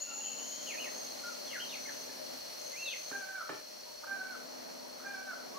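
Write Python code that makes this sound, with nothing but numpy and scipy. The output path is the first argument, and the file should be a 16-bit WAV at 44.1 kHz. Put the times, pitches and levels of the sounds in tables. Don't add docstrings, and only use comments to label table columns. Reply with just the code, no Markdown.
import sys
import numpy as np
from scipy import signal
from scipy.fft import rfft, irfft
from scipy.io import wavfile
from scipy.ndimage import uniform_filter1d

SR = 44100
rng = np.random.default_rng(int(sys.argv[2]) if len(sys.argv) > 2 else 0)


def nominal_scale(level):
    x = np.asarray(level, float) / 20
    return 10 ** x


def store_pcm(level_fs):
    pcm = np.round(np.clip(level_fs, -1, 1) * 32767).astype(np.int16)
    wavfile.write(sys.argv[1], SR, np.atleast_2d(pcm).T)


N = 246078
T = np.arange(N) / SR
AIR_LEAD_RAD = -.5

# time_s, level_db (relative)
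BACKGROUND = [(0, -4), (.3, -3), (.72, 0.5), (3.1, -0.5), (3.36, -4), (5.58, -5)]


def unit(x):
    return x / np.sqrt(np.mean(x ** 2))


def curve(rows, axis):
    rows = np.array(rows)
    return np.interp(T, rows[:, 0], rows[:, axis])


def gate(rows, edge_s):
    inside_s = np.minimum(T - rows[0][0], rows[-1][0] - T)
    return np.clip(inside_s / edge_s + .5, 0, 1) ** 2


def walk(rate_hz, size=N):
    width = max(int(SR / rate_hz), 2)
    smooth = uniform_filter1d(rng.standard_normal(size), width)
    return unit(uniform_filter1d(smooth, width))


def shaped(hz, db):
    f = np.maximum(np.fft.rfftfreq(N, 1 / SR), 1)
    gain = nominal_scale(np.interp(np.log(f), np.log(hz), db))
    return unit(irfft(rfft(rng.standard_normal(N)) * gain, N))


def ring(x, modes):
    out = 0
    for hz, width, db in modes:
        b, a = signal.iirpeak(hz, hz / width, fs=SR)
        once = signal.lfilter(b, a, x)
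        out = out + nominal_scale(db) * signal.lfilter(b, a, once)
    return out


def place(x, pan_db, lead_rad):
    turn = np.exp(.5j * lead_rad * np.array([[1], [-1]]))
    return (signal.hilbert(x) * turn).real * nominal_scale(np.array([[pan_db], [-pan_db]]) / 2)


def canyon(x, spread_s, wet_db, rise_s):
    t = T[:SR // 2]
    envelope = np.exp(-(t / spread_s) ** 1.5) * np.clip(t / rise_s, 0, 1)
    echo = rng.standard_normal((2, len(t))) * envelope
    echo = echo / np.sqrt(np.sum(echo ** 2, axis=1, keepdims=True))
    return nominal_scale(wet_db) * signal.fftconvolve(x[None], echo, axes=1)[:, :N]


def voice(rows, partials, waver, flutter_db, rate_hz):
    on = gate(rows, .012)
    span = on > 0
    size = span.sum()
    pitch_hz = curve(rows, axis=1)[span] * (1 + waver * walk(rate_hz, size))
    phase = 2 * np.pi * np.cumsum(pitch_hz) / SR
    out = np.zeros(N)
    for multiple, db in partials:
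        out[span] += nominal_scale(db + flutter_db * walk(rate_hz, size)) * np.sin(multiple * phase)
    return np.sqrt(2) * out * nominal_scale(curve(rows, axis=2)) * on


def hum(hz, pan_db, lead_rad, db):
    phase = 2 * np.pi * np.cumsum(hz * (1 + .003 * walk(8))) / SR
    return place(np.sin(phase), pan_db, lead_rad) * nominal_scale(db + 0.9 * walk(19))


def camera():
    # start_s, end_s, hum_db, rumble_db (before the mix below)
    motor = [(.05, 2.42, -59, -58.5), (3.09, 3.22, -58.5, -57.5), (3.47, 3.56, -71, -56),
             (4.08, 6.8, -59, -58)]
    # (per Hz, relative)
    rumble_colour = [(30, -44), (90, -26.5), (200, -2), (400, -1), (580, 3), (750, 0.5), (1000, -4.5),
                     (2000, -13), (4000, -27)]
    # pitch_hz, left_minus_right_db, left_lead_rad
    hums = [(255, 8, -1.8), (618, 5, -2.6)]
    # pitch_hz, width_hz (of one pass), level_db
    housing = [(567.6, 120, 0)]
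    # pitch_hz, left_db, right_db (each port relative to itself)
    hiss_colour = [(30, -5, 3.5), (294, 10.5, 3), (860, 0.5, 13.5), (1990, 10, 10), (3300, 9, 10),
                   (4100, 6.5, 4), (5160, 6, 10), (6460, -10, -14), (7150, 2, 4.5), (11150, 2, 5.5),
                   (11600, -30, 9.5), (16500, -35, 7)]
    idle_db, high_hum_db, boom_db, hiss_db = -62, -55, -53.5, -55.5

    far_db = curve(BACKGROUND, axis=1)
    swell_db = np.minimum(T / .5 - 1, 0) * 5.9
    warm = nominal_scale(0.63 * swell_db)
    spells = [gate([(start,), (end,)], 0.076) for start, end, _, _ in motor]
    low_hum = sum(on * nominal_scale(row[2]) for on, row in zip(spells, motor)) * warm
    loaded = sum(on * nominal_scale(row[3]) for on, row in zip(spells, motor)) * warm
    load = np.maximum(nominal_scale(idle_db + far_db), loaded)

    hz, db = np.transpose(rumble_colour)
    shell, left, right = (shaped(hz, db) * nominal_scale(1.5 * walk(14)) for _ in range(3))
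    own = nominal_scale(np.array([[4.], [6.]])) * np.array([left, right])
    rumble = nominal_scale(1.5) * place(shell, 4.5, np.pi) + own
    out = rumble * load * nominal_scale(1.25 * walk(7.6))

    boom = unit(ring(rng.standard_normal(N), housing))
    boom = boom * nominal_scale(boom_db + 1.33 * far_db + 2.3 * walk(21.0))
    out = out + place(boom, 6.45, -3.06)
    out = out + hum(*hums[0], 0) * low_hum + hum(*hums[1], high_hum_db + swell_db)

    hz, *sides = np.transpose(hiss_colour)
    hiss = np.array([shaped(hz, side) * nominal_scale(.4 * walk(40)) for side in sides])
    port_db = np.array([[3.5], [6.5]])
    return out + hiss * nominal_scale(hiss_db + far_db + port_db)


def crickets(modes, share, throb_db):
    def swarm():
        return unit(ring(rng.standard_normal(N) * nominal_scale(throb_db * walk(105)), modes))

    around = np.array([swarm(), swarm()])
    return np.sqrt(share) * place(swarm(), 0, AIR_LEAD_RAD) + np.sqrt(1 - share) * around


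def chorus():
    # pitch_hz, width_hz (of one pass), level_db (relative)
    low_modes = [(4200, 117, 0), (4335, 333, 9)]
    high_modes = [(5570, 690, 4.5), (5800, 1040, 7.5), (5130, 950, 2.5)]
    buzz_modes = [(6685, 70, -4), (6750, 60, 0), (6850, 80, -2), (6900, 70, -3), (6965, 55, -3)]
    # time_s, level_db (before port balance)
    buzz_course = [(0, -29), (.07, -49), (.19, -42), (.33, -42.5), (.77, -56.5), (.82, -78), (1.2, -74)]

    far_db = curve(BACKGROUND, axis=1)
    low_db = -51 + far_db + 0.41 * walk(4) + np.array([[2.2], [-.6]])
    high_db = -52.5 + 0.83 * far_db + 0.39 * walk(4.6) + np.array([[1.6], [.9]])
    buzz_db = curve(buzz_course, axis=1) + np.array([[1.6], [-.4]])
    low = crickets(low_modes, 0.59, 0.27) * nominal_scale(low_db)
    high = crickets(high_modes, 0.59, 0.93) * nominal_scale(high_db)
    buzz = crickets(buzz_modes, 0.72, 2.7) * nominal_scale(buzz_db) * gate(buzz_course, 0.1)
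    return low + high + buzz


def call(start_s, length_s, first_hz, mid_hz, last_hz, db):
    part = np.linspace(0, 1, 9)
    hz = np.polyval(np.polyfit([0, .5, 1], [first_hz, mid_hz, last_hz], 2), part)
    swell_db = -4 * np.clip(1 - part / .2, 0, 1)
    fade_db = -6 * np.clip(1 - (1 - part) / .3, 0, 1)
    return np.transpose([start_s + length_s * part, hz, db + swell_db + fade_db])


def songbirds():
    # start_s, length_s, first_hz, middle_hz, last_hz, level_db (before flutter and echo)
    whistles = [(0.656, 0.092, 3260, 2546, 1706, -46.5), (.77, 0.048, 2295, 2730, 3170, -46.5),
                (0.812, 0.067, 3100, 2400, 1710, -48), (1.468, 0.079, 3550, 2950, 2300, -51.5),
                (1.524, .065, 2340, 1660, 1370, -45.5), (1.593, 0.054, 2700, 3180, 2670, -45),
                (1.685, 0.079, 4100, 2820, 1940, -48), (1.845, .07, 2340, 1844, 1350, -51.5),
                (2.829, .09, 4200, 3650, 2870, -44.5), (2.91, 0.04, 3010, 2400, 1860, -46),
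                (0.069, .07, 1436, 1376, 1290, -57)]
    faint_calls = [(0, 0.41, 2782, 2742, 2770, -58), (0.201, 0.53, 3100, 3060, 3300, -60),
                   (0.101, 0.23, 850, 838, 816, -62.5), (3.851, .08, 983, 952, 944, -61.5),
                   (4.022, 0.064, 910, 918, 910, -61.5), (4.802, 0.075, 940, 937, 950, -63.5)]
    clear_notes = [(1.236, .06, 1450, 1430, 1440, -44.5), (1.287, 0.051, 1390, 1322, 1200, -52),
                   (2.729, 0.031, 2040, 2050, 2120, -47), (2.757, 0.042, 2220, 2500, 2600, -49.5),
                   (2.783, .135, 2600, 2730, 2516, -45.5), (5.544, .12, 1110, 1174, 1200, -50)]

    far = sum(voice(call(*row), [(1, 0)], .011, 3., 200) for row in whistles)
    far = far + sum(voice(call(*row), [(1, 0)], .025, 5., 250) for row in faint_calls)
    notes = sum(voice(call(*row), [(1, 0)], .012, 3.5, 90) for row in clear_notes)
    early = canyon(far, .025, -4., .002)[0]
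    far = place(nominal_scale(-4.5) * far + early, 2.2, AIR_LEAD_RAD) + canyon(far, .065, -2., .015)
    return far + place(notes, 0.69, AIR_LEAD_RAD) + canyon(notes, 0.065, -7.0, 0.025)


def trill():
    # start_s, length_s, wing_pitch_hz, first_db, last_db (before bursts and echo)
    bout_rows = [(0.411, 0.66, 6360, -49, -47), (1.099, 0.26, 6420, -56, -54),
                 (1.447, 0.58, 6130, -53.5, -48.5), (2.583, 0.53, 6297, -49.5, -48),
                 (3.123, 0.22, 6330, -51, -66)]
    strokes_hz = 59.

    stroke = np.cumsum(strokes_hz * (1 + 0.0236 * walk(5.6))) / SR % 1
    burst = unit(np.sin(np.pi * np.clip(stroke / 0.72, 0, 1)) ** 2)
    song = 0
    for start, length, hz, first_db, last_db in bout_rows:
        bout = [(start, hz, first_db), (start + length, hz, last_db)]
        song = song + burst * voice(bout, [(1, 0)], 0.0135, 0.73, 161.2)
    return nominal_scale(-5.0) * place(song, 2.1, AIR_LEAD_RAD) + canyon(song, 0.12, -4.0, 0.0033)


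def knocks():
    # start_s, level_db (relative), left_minus_right_db, sharpness_db (tick and grit)
    blows = [(1.869, -44.5, 0, -9), (2.089, -45, -6, -18), (2.336, -66, -7, -6), (3.113, -40, -11.5, -2.5),
             (3.4926, -33.5, -4, 1)]
    # pitch_hz, level_db (relative), time_to_fall_60_db_s
    modes = [(131, -15.5, 0.074), (295, -5, 0.07), (401, -3.5, 0.072), (605, 2, 0.026), (879, -6.5, 0.061),
             (1296, -27, 0.032), (1744, -4, 0.057), (2400, -9, 0.039)]
    # pitch_hz, time_to_fall_60_db_s (a single row)
    tick_hz, tick_t60 = (1330, 0.0064)

    t = T[:SR // 4]
    tick = np.sin(2 * np.pi * tick_hz * t) * np.exp(-np.log(1000) * t / tick_t60)
    tick = tick * (1 - np.exp(-t / 0.00078))
    body = 0
    for hz, db, t60 in modes:
        body = body + nominal_scale(db) * np.sin(2 * np.pi * hz * t) * np.exp(-np.log(1000) * t / t60)
    body = body * np.clip(t / 0.0033, 0, 1) ** 2
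    grit = ring(rng.standard_normal(len(t)), [(1900, 3500, 0)])
    grit = grit * np.exp(-t / .018) * np.clip(t / .004, 0, 1)
    sharp = nominal_scale(14.0) * tick + nominal_scale(-5.0) * grit

    high_pass = signal.butter(2, 110., "high", fs=SR)
    out = np.zeros((2, N))
    for start_s, db, pan_db, sharp_db in blows:
        hit = np.zeros(N)
        first = int(start_s * SR)
        hit[first:first + len(t)] = nominal_scale(db) * (body + nominal_scale(sharp_db) * sharp)
        hit = signal.lfilter(*high_pass, hit)
        out = out + place(hit, pan_db, 0.84) + canyon(hit, 0.079, 1.0, 0.018)
    return out


def hooter():
    # loudest_moment_s, strong_second_partial_hz, level_db (before partials and echo),
    # stretch (times), side_partials_db, lead_in_stretch (times)
    hoots = [(3.162, 1594, -41, 1.05, -1.5, 0.83), (4.128, 1580, -41.5, .93, -2, 1.28),
             (5.1, 1595, -43, .99, 1, 1.3)]
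    # multiple (of the strong partial's pitch), level_db (relative)
    hoot_partials = [(.5, -10.5), (0.752, -19), (1, 3.5), (1.5, -17)]
    # from_loudest_moment_s (before stretch), pitch_ratio, level_db, hoarseness (0-1)
    hoot_shape = np.array([(-.08, .8, -18, .95), (-.046, .95, -14, .85), (-.038, .995, -4, .15),
                           (0, 1.0, 0, .1), (.03, .997, -10, .12), (.07, .96, -5, .12),
                           (.12, .962, -7, .15), (.19, .968, -6, .15), (.222, .91, -6, .42),
                           (.258, .77, -10, .7)])

    hoot = 0
    for moment_s, hz, db, stretch, side_db, lead in hoots:
        partials = [(k, p + side_db * (k != 1)) for k, p in hoot_partials]
        offset_s, ratio, shape_db, rasp = hoot_shape.T
        time_s = moment_s + offset_s * np.where(offset_s < 0, lead, stretch)
        rows = np.column_stack([time_s, ratio * hz, db + shape_db, rasp])
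        hoarse = curve(rows, axis=3)
        breath = np.sqrt(1 - hoarse ** 2) + hoarse * walk(500)
        hoot = hoot + breath * voice(rows, partials, .0025, 3.2, 75)
    return nominal_scale(-1.5) * place(hoot, -3.5, .1) + canyon(hoot, .1, -4., .02)


def scene():
    return camera() + chorus() + songbirds() + trill() + knocks() + hooter()


def top_cut(x):
    return signal.sosfilt(signal.butter(12, 15740, fs=SR, output="sos"), x)


def record(dry):
    top_hz = 15740
    low_pass = signal.ellip(10, .2, 60, top_hz, fs=SR, output="sos")
    mix = signal.sosfilt(low_pass, dry)
    return top_cut(mix)


dry = scene()
out = record(dry)
store_pcm(out)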